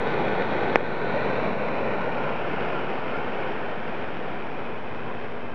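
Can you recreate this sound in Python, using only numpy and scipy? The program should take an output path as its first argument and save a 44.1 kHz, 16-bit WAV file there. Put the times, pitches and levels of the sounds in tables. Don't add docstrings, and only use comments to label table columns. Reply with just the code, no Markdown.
import sys
import numpy as np
from scipy import signal
from scipy.fft import rfft, irfft
from scipy.io import wavfile
from scipy.ndimage import uniform_filter1d, minimum_filter1d

SR = 44100
rng = np.random.default_rng(int(sys.argv[2]) if len(sys.argv) > 2 else 0)


def put_to_file(sound):
    columns = np.atleast_2d(sound).T
    safe = np.clip(columns, -1, 1)
    whole_steps = np.round(safe * 32767)
    wavfile.write(sys.argv[1], SR, whole_steps.astype(np.int16))


N = 244314
TIME = np.arange(N) / SR


def jet(tilt, roar_db=-26.5, hiss_db=-34, fade_from_s=1.384, fade_db_per_s=2.78):
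    # frequency in Hz, relative level in dB.
    roar_spectrum = [(25, -31.5), (45, -25.5), (65, -21.5), (88, -13.5), (115, -5.5), (220, 0.5), (310, -4),
                     (420, 1), (540, -0.5), (720, -2), (1010, -6), (1170, -11.5), (1700, -29.5),
                     (3000, -47.5)]
    front_spectrum = [(700, -28), (1200, -12), (1510, 1), (1650, -4.5), (1820, -1.5), (2050, -8.5),
                      (2400, -7), (2850, -15.5), (3900, -17.5), (4500, -27.5), (5200, -38), (5700, -37),
                      (6200, -43), (7300, -64)]
    aside_spectrum = [(700, -8.5), (1200, -2), (1420, 2), (1680, -4), (1770, -2.5), (1950, -4.5),
                      (2450, -4), (3100, -11.5), (4000, -30), (5000, -29.5), (5600, -32.5), (6050, -46),
                      (6600, -43.5), (7300, -62.5)]
    flutter = drift(rate=4.4)
    gas = turbulence(grains_per_s=900, grain_db=-7.5, spread_db=7.0)
    flame = turbulence(grains_per_s=410, grain_db=-17.5, spread_db=-1.0)
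    roar = coloured(flame, roar_spectrum) * from_db(roar_db + 0.52 * flutter)
    aside = 0.78 * np.tanh(5.5 * tilt)
    hiss = rms_one((1 - aside) * coloured(gas, front_spectrum) + aside * coloured(gas, aside_spectrum))
    hiss *= from_db(hiss_db + 2.17 * tilt + 0.51 * flutter)
    burn = from_db(-fade_db_per_s * np.maximum(TIME - fade_from_s, 0))
    return burn * (roar + hiss)


def turbulence(grains_per_s, grain_db, spread_db):
    sizes = from_db(spread_db * np.minimum(rng.exponential(1, N), 4))
    signs = rng.choice([-1, 1], N)
    catches = rng.random(N) < grains_per_s / SR
    return rng.standard_normal(N) + from_db(grain_db) * rms_one(sizes * signs * catches)


def pop(start_s=0.75766, overpressure_s=0.00016, overload_db=14.0, gain_db=9.45):
    # frequency in Hz, relative level in dB, t60 in seconds.
    modes = [(860, -24.5, 0.015), (1500, -17, 0.01), (1770, -14, 0.014), (2400, -22, 0.0058)]
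    # delay in seconds, gain in dB, low-pass cutoff in Hz.
    echoes = [(0.048, -17, 750), (0.05, -19, 750), (0.052, -22, 3000)]
    age = np.maximum(TIME - start_s, 0) / overpressure_s
    pressure = (1 - age) * np.exp(-age) * (TIME >= start_s)
    blast = np.tanh(from_db(overload_db) * pressure)
    kick = np.zeros(N)
    kick[round(start_s * SR)] = 1
    rings = sum(from_db(db) * ring(kick, hz, t60) for hz, db, t60 in modes)
    crack = signal.sosfilt(signal.butter(2, 230, "high", fs=SR, output="sos"), blast + rings + 1e-18)
    body = low_pass(crack, hz=2160, order=5)
    snap = signal.sosfilt(signal.butter(3, (3120, 6700), "band", fs=SR, output="sos"), crack)
    direct = from_db(gain_db) * (body + from_db(-19.5) * snap + from_db(-31.5) * crack)
    return direct + sum(from_db(db) * delayed(low_pass(direct, hz), delay) for delay, db, hz in echoes)


def whistles(waver_hz=33.9, wavers_per_s=91.5):
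    # centre in seconds, pitch in Hz, rms level at the crest in dB, Gaussian sigma in seconds.
    tones = [(1.165, 550, -24.5, 0.013), (2.766, 1397, -34, 0.031), (3.16, 1402, -34.5, 0.024),
             (5.09, 1001, -40, 0.032)]
    out = np.zeros(N)
    for centre_s, hz, level_db, sigma_s in tones:
        phase = 2 * np.pi * np.cumsum(hz + waver_hz * drift(wavers_per_s)) / SR
        swell = np.exp(-.5 * ((TIME - centre_s) / sigma_s) ** 2)
        out += np.sqrt(2) * from_db(level_db) * swell * np.sin(phase)
    return out


def ground_reflection(x, delay_s=0.000359, gain_db=-3.1):
    return x + from_db(gain_db) * delayed(x, delay_s)


def gliding_bands(x):
    # bandwidth in Hz, then a path whose points give time in seconds, centre in Hz, gain in dB.
    bands = [ (130, [(0.3, 1443, 3.5), (1.1, 1490, 4.5), (1.5, 1560, -3), (2.0, 1450, 1), (2.6, 1480, 1.5),
             (3.6, 1550, 1.5), (4.2, 1540, -3)]), (90, [(1.0, 1646, -8), (1.5, 1830, -9.5),
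             (1.9, 2000, -0.5), (2.35, 1880, -10.5), (2.8, 1910, -7), (3.3, 1980, -5), (4.5, 1915, -2)]),
             (110, [(1.5, 1668, -8), (1.85, 1620, -9.5), (2.4, 1600, 2), (3.1, 1660, -5),
             (3.6, 1610, 3.5)]), (450, [(0.6, 2830, -1), (1.1, 3360, -3), (1.5, 3190, -10),
             (2.15, 3310, -4.5), (2.45, 3300, -0.5), (4.4, 3480, 1.5)]), (170, [(1.0, 2310, 3),
             (1.35, 2400, 3), (2.2, 2330, 1.5), (2.7, 2530, 0.5), (3.4, 2450, 1.5), (4.8, 2520, 2.5)]),
             (140, [(0.8, 403, -1), (1.3, 385, -2), (2.0, 372, -2), (3.3, 354, 0), (4.6, 350, 1)]),
             (110, [(0.5, 541, 2.5), (1.25, 520, 0), (1.65, 520, 2), (2.3, 515, 0), (3.3, 510, 0),
             (4.5, 502, -1)]), (150, [(0.7, 710, -1.5), (1.5, 720, -0.5), (2.6, 740, 1.5)]),
             (80, [(0.6, 200, 1.5), (1.2, 200, -0.5), (1.65, 199, 1), (2.6, 199, -0.5), (4.2, 203, -1)]),
             (170, [(2.4, 2670, 0.5), (3.3, 2770, -0.5), (5.0, 2800, -6.5)]), (400, [(2.2, 2850, -1.5),
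             (2.45, 2880, 2), (2.9, 3000, 1.5), (4.2, 3060, 1)]), (140, [(0.6, 3970, -4), (0.85, 4030, 1.5),
             (1.35, 4060, 5), (1.98, 4000, 6.5), (2.4, 4010, -1), (3.7, 3980, -0.5)]),
             (500, [(0.7, 4850, -2), (1.2, 4900, -5), (2.0, 4900, -5), (2.6, 4900, 1)])]
    for width_hz, path in bands:
        hz, gain_db = in_time(path)
        carrier = np.exp(2j * np.pi * np.cumsum(hz) / SR)
        baseband = low_pass(x / carrier, width_hz / 2, order=1)
        band = 2 * np.real(carrier * baseband)
        x = x + (from_db(gain_db) - 1) * band
    return x


def near_reflection(x):
    # time in seconds, delay of the reflection in seconds, its gain in dB.
    path = [(0.95, 0.0024, -13.5), (1.45, 0.0018, -19.5), (1.95, 0.0021, -12), (2.3, 0.0021, -16),
            (2.6, 0.0024, -20.5), (4.4, 0.0021, -23), (5.1, 0.0019, -16.5)]
    delay_s, gain_db = in_time(path)
    return x + from_db(gain_db) * delayed(x, delay_s)


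def night_rumble(level_db=-42):
    # frequency in Hz, relative level in dB.
    spectrum = [(25, -11.5), (45, -19), (75, -6), (120, -6.5), (330, -1.5), (700, -6.5), (1100, -7.5),
                (2500, -21), (5000, -47.5)]
    return from_db(level_db) * coloured(rng.standard_normal(N), spectrum)


def hum(swell_db=6.5):
    # frequency in Hz, rms level before the swell in dB.
    partials = [(59.5, -65.5), (105.5, -57), (118.5, -61), (157.5, -61.5), (239.4, -52), (404, -59.5)]
    tones = sum(np.sqrt(2) * from_db(db) * np.sin(2 * np.pi * hz * TIME) for hz, db in partials)
    return tones * from_db(swell_db * ease(from_s=4.18, to_s=4.8))


def gain_control(x, threshold_db=0.0, release_db_per_s=12.5):
    over_db = np.maximum(20 * np.log10(np.abs(x) + 1e-9) - threshold_db, 0)
    release_db = release_db_per_s * TIME
    held_db = np.maximum.accumulate(over_db + release_db, axis=-1) - release_db
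    ahead = SR // 1000
    gain_db = uniform_filter1d(minimum_filter1d(-held_db, ahead), ahead)
    return x * from_db(gain_db)


def self_noise(level_db=-70):
    # frequency in Hz, relative level in dB.
    spectrum = [(2000, -2), (4000, -1), (5100, -5.5), (5650, -2.5), (6100, -13.5), (7000, -24.5)]
    return from_db(level_db) * coloured(rng.standard_normal(N), spectrum)


def from_db(db):
    return 10 ** (np.asarray(db) / 20)


def rms_one(x):
    return x / np.sqrt(np.mean(x ** 2) + 1e-20)


def in_time(rows):
    times, *columns = np.transpose(rows)
    return [np.interp(TIME, times, column) for column in columns]


def ease(from_s, to_s):
    return .5 - .5 * np.cos(np.pi * np.clip((TIME - from_s) / (to_s - from_s), 0, 1))


def delayed(x, delay_s):
    return np.interp(TIME - delay_s, TIME, x)


def low_pass(x, hz, order=2):
    return signal.sosfilt(signal.butter(order, min(hz, .45 * SR), fs=SR, output="sos"), x + 1e-18)


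def drift(rate):
    hz = np.fft.rfftfreq(N, 1 / SR)
    return rms_one(irfft(rfft(rng.standard_normal(N)) / (1 + (hz / rate) ** 2), N))


def coloured(x, spectrum):
    points_hz, points_db = np.transpose(spectrum)
    hz = np.maximum(np.fft.rfftfreq(N, 1 / SR), 1)
    level_db = np.interp(np.log(hz), np.log(points_hz), points_db, left=-90, right=-110)
    return rms_one(irfft(rfft(x) * from_db(level_db), N))


def ring(x, hz, t60):
    decay = from_db(-60 / (t60 * SR))
    step = 2 * np.pi * hz / SR
    return signal.lfilter([0, np.sin(step)], [1, -2 * decay * np.cos(step), decay * decay], x + 1e-18)


def scene():
    tilt = ease(from_s=0.92, to_s=3.44)
    charge = jet(tilt) + ground_reflection(pop())
    fire = near_reflection(gliding_bands(charge)) + whistles()
    return (fire + night_rumble() + hum())[None]


def record(dry, dc_offset=-.0386, cutoff_hz=14000):
    converted = gain_control(dry) + self_noise() + dc_offset
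    return signal.sosfilt(signal.cheby2(12, 70, cutoff_hz, fs=SR, output="sos"), converted)


dry = scene()
out = record(dry)
put_to_file(out)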